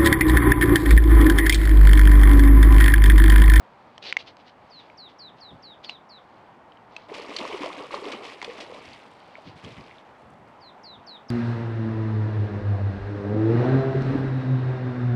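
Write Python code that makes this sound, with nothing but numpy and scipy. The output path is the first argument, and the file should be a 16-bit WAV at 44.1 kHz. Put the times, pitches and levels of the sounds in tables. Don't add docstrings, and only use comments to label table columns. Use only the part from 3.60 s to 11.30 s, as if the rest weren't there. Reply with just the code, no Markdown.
import sys
import numpy as np
from scipy import signal
from scipy.fft import rfft, irfft, next_fast_len
from scipy.io import wavfile
from scipy.ndimage import map_coordinates

SR = 44100
rng = np.random.default_rng(int(sys.argv[2]) if len(sys.argv) > 2 else 0)


def log_audio(samples):
    frames = np.atleast_2d(samples).T
    limited = np.clip(frames, -1, 1)
    pcm = np.round(limited * 32767).astype(np.int16)
    wavfile.write(sys.argv[1], SR, pcm)


N = 339693

# t/s, churned water level/dB, spray level/dB, hold/s
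TAIL_BEATS = [(3.478, -43, -51.5, 0.14), (3.529, -49, -43, 0.036), (3.673, -43, -45, 0.087),
              (3.78, -37.5, -42.5, 0.15), (3.997, -35.5, -40.5, 0.036), (4.157, -40.5, -46.5, .035),
              (4.302, -38.5, -43.5, 0.048), (4.427, -36.5, -43, 0.074), (4.616, -43, -44, 0.035),
              (4.808, -45.5, -48, 0.16), (4.973, -42.5, -49.5, 0.0049), (5.095, -45.5, -50, 0.048),
              (5.225, -65, -49.5, 0.066), (5.95, -66, -56.5, .02), (6.018, -51.5, -50, 0.066),
              (6.152, -51, -54, 0.013), (6.244, -59, -58.5, 0.073)]
BEAT_RISE_S, WASH_RELEASE_S = 0.019, 4.7


def amp(db):
    return 10 ** (np.asarray(db) / 20)


def unit(x):
    return x / np.sqrt(np.mean(x ** 2) + 1e-20)


def along(points, hz):
    f, v = np.transpose(points)
    return np.interp(np.log(hz + 1), np.log(f), v)


def wobble(rate):
    knots = rng.standard_normal(int(N * rate / SR) + 4)
    return map_coordinates(knots, [np.arange(N) * rate / SR])


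def fade(t, t60):
    return np.exp(-np.log(1000) * t / t60)


def colour(x, points):
    m = next_fast_len(len(x) + 4096)
    gain = amp(along(points, np.fft.rfftfreq(m, 1 / SR)))
    return unit(irfft(rfft(x, m) * gain, m)[:len(x)])


def add(track, s, sound):
    part = track[round(s * SR):][:len(sound)]
    part += sound[:len(part)]


def gesture(s, rise, hold, release):
    t = np.arange(N) / SR - s
    return np.clip(t / rise, 0, 1) * fade(np.maximum(t - rise - hold, 0), release)


def together(gains):
    return np.sqrt(sum(g ** 2 for g in gains))


def air():
    # f/Hz, level/dB
    rumble_spectrum = [(25, -20), (60, -23.5), (120, -12.5), (220, -2.5), (400, -4.5), (850, 2),
                       (1100, -2.5), (1500, -8.5), (2100, -13), (3000, -20.5), (4300, -30), (6500, -37),
                       (10000, -42), (15500, -38.5)]
    # f/Hz, level/dB
    wind_spectrum = [(20, -26), (50, -9.5), (115, 1), (200, -2.5), (330, -6), (600, -16), (1500, -52)]
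    # t/s, level/dB, hold/s
    puff_list = [(1.646, -61, .04), (1.904, -55, .04), (5.115, -57, 0.072), (5.27, -55, 0.055),
                 (5.846, -51, 0.028), (6.031, -43.5, 0.025), (6.16, -50.5, 0.013), (6.62, -58, 0.22),
                 (7.326, -60, .05)]
    rumble_db, growth_db_per_s = -52.5, 0.31
    puff_rise_s, puff_release_s, breeze_db = 0.015, 0.56, -64

    far_db = rumble_db + growth_db_per_s * np.arange(N) / SR
    far = amp(far_db + 0.7 * wobble(11.0)) * colour(rng.standard_normal(N), rumble_spectrum)

    puffs = together(amp(db) * gesture(s, puff_rise_s, hold, puff_release_s) for s, db, hold in puff_list)
    lumpy_puffs = puffs * amp(4.3 * wobble(30))
    breeze = amp(breeze_db + 2.5 * wobble(20))
    wind = together([lumpy_puffs, breeze]) * colour(rng.standard_normal(N), wind_spectrum)
    return far + wind


def tackle_and_plink():
    # t/s, relative level/dB, ring f/Hz, ring t60/s, relative crack level/dB
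    clicks = [(.3795, -35.5, 3140, 0.0074, 5), (.4262, -33, 3800, 0.0052, -19),
              (0.5258, -9, 2260, 0.0045, -16), (0.5276, -32, 3100, 0.0069, 7),
              (.568, -11.5, 2136, 0.013, -9.5), (0.7692, -49, 4500, 0.003, 16), (1.3, -40, 2330, 0.01, -18),
              (2.2463, -31.5, 3480, 0.0095, -14), (2.2504, -39, 3500, 0.0094, -4),
              (2.295, -23, 2820, 0.011, -8.5), (3.121, -45.5, 3100, 0.011, -19),
              (3.172, -49.5, 3020, .01, -18), (3.3645, -30.5, 2590, .02, -5),
              (4.8165, -24.5, 2170, 0.0098, -6)]
    # pitch ratio, level/dB, t60 ratio
    modes = [(.35, -51, 1), (1, 4.5, 0.89), (1.22, -6.5, 0.88), (1.52, -13, 0.83), (1.92, -40, 0.28)]
    # f/Hz, level/dB
    crack_spectrum = [(200, -29), (700, 20), (2500, 7), (4500, 9.5), (6500, 2.5), (7200, -12), (8200, 1.5),
                      (9200, -68), (14000, -42)]
    attack_s, trim_db = 0.00039, 3.5

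    out, t = np.zeros(N), np.arange(SR // 20) / SR
    for s, db, hz, t60, crack_db in clicks:
        ring = sum(amp(level) * np.sin(2 * np.pi * hz * ratio * t) * fade(t, t60 * life)
                   for ratio, level, life in modes)
        noise = colour(rng.standard_normal(len(t)), crack_spectrum)
        crack = amp(crack_db - trim_db) * noise * fade(t, t60 * 1.2)
        add(out, s, amp(db + trim_db) * (ring + crack) * (1 - np.exp(-t / attack_s)))
    return out


def line_and_rattle():
    # t/s, level/dB, rise/s, hold/s
    rasp_list = [(0.417, -43.5, 0.015, 0.037), (0.435, -37.5, 0.041, 0.025), (0.581, -43.5, .008, 0.019),
                 (0.659, -45.5, 0.017, .006), (0.77, -58, .03, .01), (0.839, -54, 0.041, 0.01),
                 (1.178, -56.5, 0.019, .01), (1.48, -58, .015, .01), (1.76, -59, .025, .01),
                 (2.228, -46, 0.015, .004), (2.287, -41.5, .008, .004), (3.288, -60.5, 0.044, 0.12),
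                 (5.833, -53, 0.033, 0.029)]
    # f/Hz, level/dB
    rasp_spectrum = [(120, -41), (250, -10), (450, -4), (850, -5.5), (1250, -14), (2100, -4), (3000, -0.5),
                     (3600, -3.5), (4600, -4), (5100, -10.5), (6200, -19), (7200, -31.5), (15000, -54)]
    # f/Hz, level/dB
    sing_spectrum = [(2400, -43), (3400, 0), (4100, 2), (4800, -1), (6200, -43)]
    release_s, handling_db = .13, -71
    sing_db = -1.5

    struck = rng.random(N) < 5000 / SR
    slips = struck * rng.standard_normal(N) * amp(1.05 * wobble(260))
    strength = together(amp(db) * gesture(s, rise, hold, release_s) for s, db, rise, hold in rasp_list)
    handling = amp(handling_db + 5.8 * wobble(5))
    rasp = together([strength, handling]) * colour(slips, rasp_spectrum)

    sing = colour(rng.standard_normal(N) * amp(2.2 * wobble(300)), sing_spectrum)
    return rasp + amp(sing_db) * strength ** 2 / strength.max() * sing


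def bird():
    # t/s, length/s, level/dB, mid pitch f/Hz
    chirps = [(1.096, 0.12, -45, 4210), (1.37, 0.12, -46.5, 4025), (1.583, 0.12, -46, 4060),
              (1.801, 0.12, -48, 3980), (2.021, .13, -48, 3950), (2.24, 0.14, -48.5, 4060),
              (2.487, 0.11, -50.5, 4050), (7, 0.11, -47, 4170), (7.229, 0.14, -47, 4020),
              (7.462, 0.12, -45, 3994), (7.681, .125, -43.5, 4020)]
    # share of its length, pitch ratio, level/dB
    slur = [(0, 1.7, -18), (.05, 1.39, -4), (.11, 1.2, 0), (.22, 1.1, 1), (.42, 1.01, -1), (.7, .958, -1),
            (.82, .92, -2), (.92, .84, -6), (1, .72, -22)]
    # delay t/s, level/dB
    reflections = [(.0035, -14.5), (.014, -26), (0.026, -43)]
    swell_s, opening_swell_s, run_gap_s = 0.0081, 0.061, 1

    out = np.zeros(N)
    share, ratio, shape_db = np.transpose(slur)
    pauses = np.diff([s for s, *_ in chirps], prepend=-np.inf)
    for (s, length, db, hz), pause in zip(chirps, pauses):
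        swell = opening_swell_s if pause > run_gap_s else swell_s
        t = np.arange(int(length * SR)) / SR
        waver = 1 + 0.0043 * wobble(400)[:len(t)] + 0.0036 * wobble(39)[:len(t)]
        pitch = hz * waver * np.interp(t / length, share, ratio)
        phase = 2 * np.pi * np.cumsum(pitch) / SR
        tone = np.sin(phase) + amp(-44) * np.sin(2 * phase) + amp(-33.5) * np.sin(3 * phase)
        gain = np.sqrt(2) * amp(db + np.interp(t / length, share, shape_db))
        add(out, s, gain * (1 - np.exp(-t / swell)) * tone)

    mirrored = np.zeros(N)
    for delay, db in reflections:
        add(mirrored, delay, amp(db) * out)
    return out + mirrored


def stirring(beats, release, wash_db):
    surge = together(amp(db) * gesture(s, BEAT_RISE_S, hold, release) for s, db, hold in beats)
    keep = fade(1 / SR, WASH_RELEASE_S) ** 2
    wash = np.sqrt(signal.lfilter([1 - keep], [1, -keep], surge ** 2))
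    return together([surge, amp(wash_db) * wash])


def bubble(t, hz, t60, rise):
    phase = 2 * np.pi * hz * t * (1 + rise * np.minimum(t / t60, 1) / 2)
    return np.sin(phase) * fade(t, t60) * (1 - np.exp(-2 * hz * t))


def bubbles(rate, low_hz, high_hz, cycles, spread_db, rise, size):
    draw = rng.random((int(rate * N / SR), 4))
    hz = low_hz + (high_hz - low_hz) * draw[:, :1]
    life = cycles * (.5 + draw[:, 1:2]) / hz
    strength = amp(-spread_db * np.log(.03 + draw[:, 2:3])) * hz
    waves = strength * bubble(np.arange(size) / SR, hz, life, rise)
    at = (draw[:, 3:] * N).astype(int) + np.arange(size)
    return unit(np.bincount(at.ravel(), waves.ravel(), N)[:N])


def churn():
    # f/Hz, level/dB
    churn_spectrum = [(50, -46), (130, -15.5), (250, -4), (400, -0.5), (620, -4.5), (830, -9.5), (1150, -7),
                      (1500, -21.5), (2200, -47), (4000, -70)]
    level = stirring([(s, db, hold) for s, db, _, hold in TAIL_BEATS], release=0.68, wash_db=-19)
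    swarm = bubbles(rate=700, low_hz=164.0, high_hz=1541, cycles=20.5, spread_db=0.5, rise=0.2, size=2600)
    water = colour(swarm + amp(-12) * rng.standard_normal(N), churn_spectrum)
    return level * amp(wobble(35)) * water


def spray():
    # f/Hz, level/dB
    patter_spectrum = [(800, -19), (1550, -6.5), (2150, 1), (3000, -4), (4200, -12.5), (5200, -15.5),
                       (6400, -23.5), (8000, -28), (10000, -30.5), (12500, -39), (15500, -50)]
    plips_db, plips_follow = -51.5, 0.81
    flight_s, mist_db, mist_flicker_db = .55, -28, 6.5

    level = stirring([(s, db, hold) for s, _, db, hold in TAIL_BEATS], release=0.75, wash_db=-16.5)
    drips = bubbles(rate=110, low_hz=1500, high_hz=4600, cycles=28, spread_db=5, rise=.2, size=900)
    crackle = bubbles(rate=1500, low_hz=1480, high_hz=13700, cycles=5.4, spread_db=2.0, rise=0.12, size=200)
    patter = colour(crackle + rng.standard_normal(N) / 2, patter_spectrum)
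    clumps = amp(1.67 * wobble(70))
    plips = amp(plips_db) * (level / level.max()) ** plips_follow * drips

    landing = np.zeros(N)
    add(landing, flight_s, level)
    flurries = rng.standard_normal(N) * amp(mist_flicker_db * wobble(220))
    mist = colour(flurries, [(2500, -33), (5000, -10.0), (9500, -7), (15000, -24)])
    return level * clumps * patter + plips + amp(mist_db) * landing * mist


def strokes():
    # t/s, relative level/dB, starting f/Hz
    gulps = [(3.4965, -33, 653), (3.516, -26, 425), (3.596, -27.5, 453), (3.692, -30, 292),
             (3.796, -27, 375), (3.811, -29, 260), (3.8515, -19, 1050), (3.94, -21.5, 386),
             (4.007, -26.5, 290), (4.0325, -22.5, 980), (4.042, -21.5, 524), (4.061, -20.5, 640),
             (4.205, -27, 420), (4.308, -25.5, 1100), (4.339, -20, 556), (4.3423, -16.5, 1080),
             (4.423, -25.5, 427), (4.464, -23.5, 403), (4.542, -36.5, 224), (4.827, -24.5, 947),
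             (4.878, -25.5, 462), (4.893, -24.5, 480), (4.984, -36, 313), (5.098, -31.5, 490),
             (5.122, -33, 516), (5.145, -31.5, 596), (5.333, -31, 4150), (5.7545, -26, 2140),
             (5.783, -33.5, 613), (6.312, -34, 2130), (6.384, -35, 3270)]
    # t/s, relative level/dB, centre f/Hz, t60/s
    slaps = [(3.539, -39, 2610, 0.093), (3.764, -20, 4430, 0.024), (3.7856, -27.5, 3400, 0.034),
             (3.8515, -30, 2000, 0.01), (4.0596, -22, 2000, 0.0083), (4.341, -36.5, 1997, 0.066),
             (4.517, -34, 2500, 0.067), (4.8256, -27.5, 2600, 0.018), (4.8443, -25, 2820, 0.021),
             (5.002, -38.5, 2900, 0.12), (6.045, -44, 2700, 0.033)]
    gulp_cycles = 20
    rise_per_khz = 0.14

    out, t = np.zeros(N), np.arange(SR // 8) / SR
    for s, db, hz in gulps:
        add(out, s, amp(db + 0.5) * bubble(t, hz, gulp_cycles / hz, rise=rise_per_khz * hz / 1000))
    for s, db, hz, t60 in slaps:
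        spectrum = [(hz / 8, -22), (hz / 2, -7), (hz, 0), (5000, -6), (6500, -17), (9500, -27), (15000, -55)]
        burst = colour(rng.standard_normal(len(t)), spectrum)
        add(out, s, amp(db + 3.5) * burst * fade(t, t60) * (1 - np.exp(-t / 0.002)))
    return out


def banks(x):
    # f/Hz, t60/s
    echo_decay = [(200, 0.14), (3500, 0.16), (10000, 0.075)]
    hz, t, z = signal.stft(rng.standard_normal(SR // 2), SR, nperseg=256)
    decaying = z * fade(t, along(echo_decay, hz)[:, None])
    tail = signal.istft(decaying, SR, nperseg=256)[1]
    late = np.pad(x, (SR // 100, 0))
    return signal.fftconvolve(late, tail / np.linalg.norm(tail))[:N]


def scene():
    near = tackle_and_plink() + line_and_rattle()
    splash = churn() + spray() + strokes()
    song = bird()
    echo = banks(amp(-31) * near + amp(-17) * splash + amp(-10.5) * song)
    return (near + splash + song + echo + air())[None]


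def record(dry):
    # f/Hz, level/dB
    response = [(25, -1.5), (70, 0), (8000, -1), (11000, -6.5), (15500, -16.5)]
    top_hz = 15720
    m = next_fast_len(N + SR // 2)
    hz = np.fft.rfftfreq(m, 1 / SR)
    gain = amp(along(response, hz)) * (hz < top_hz)
    return irfft(rfft(dry, m) * gain, m)[..., :N]


dry = scene()
out = record(dry)
log_audio(out)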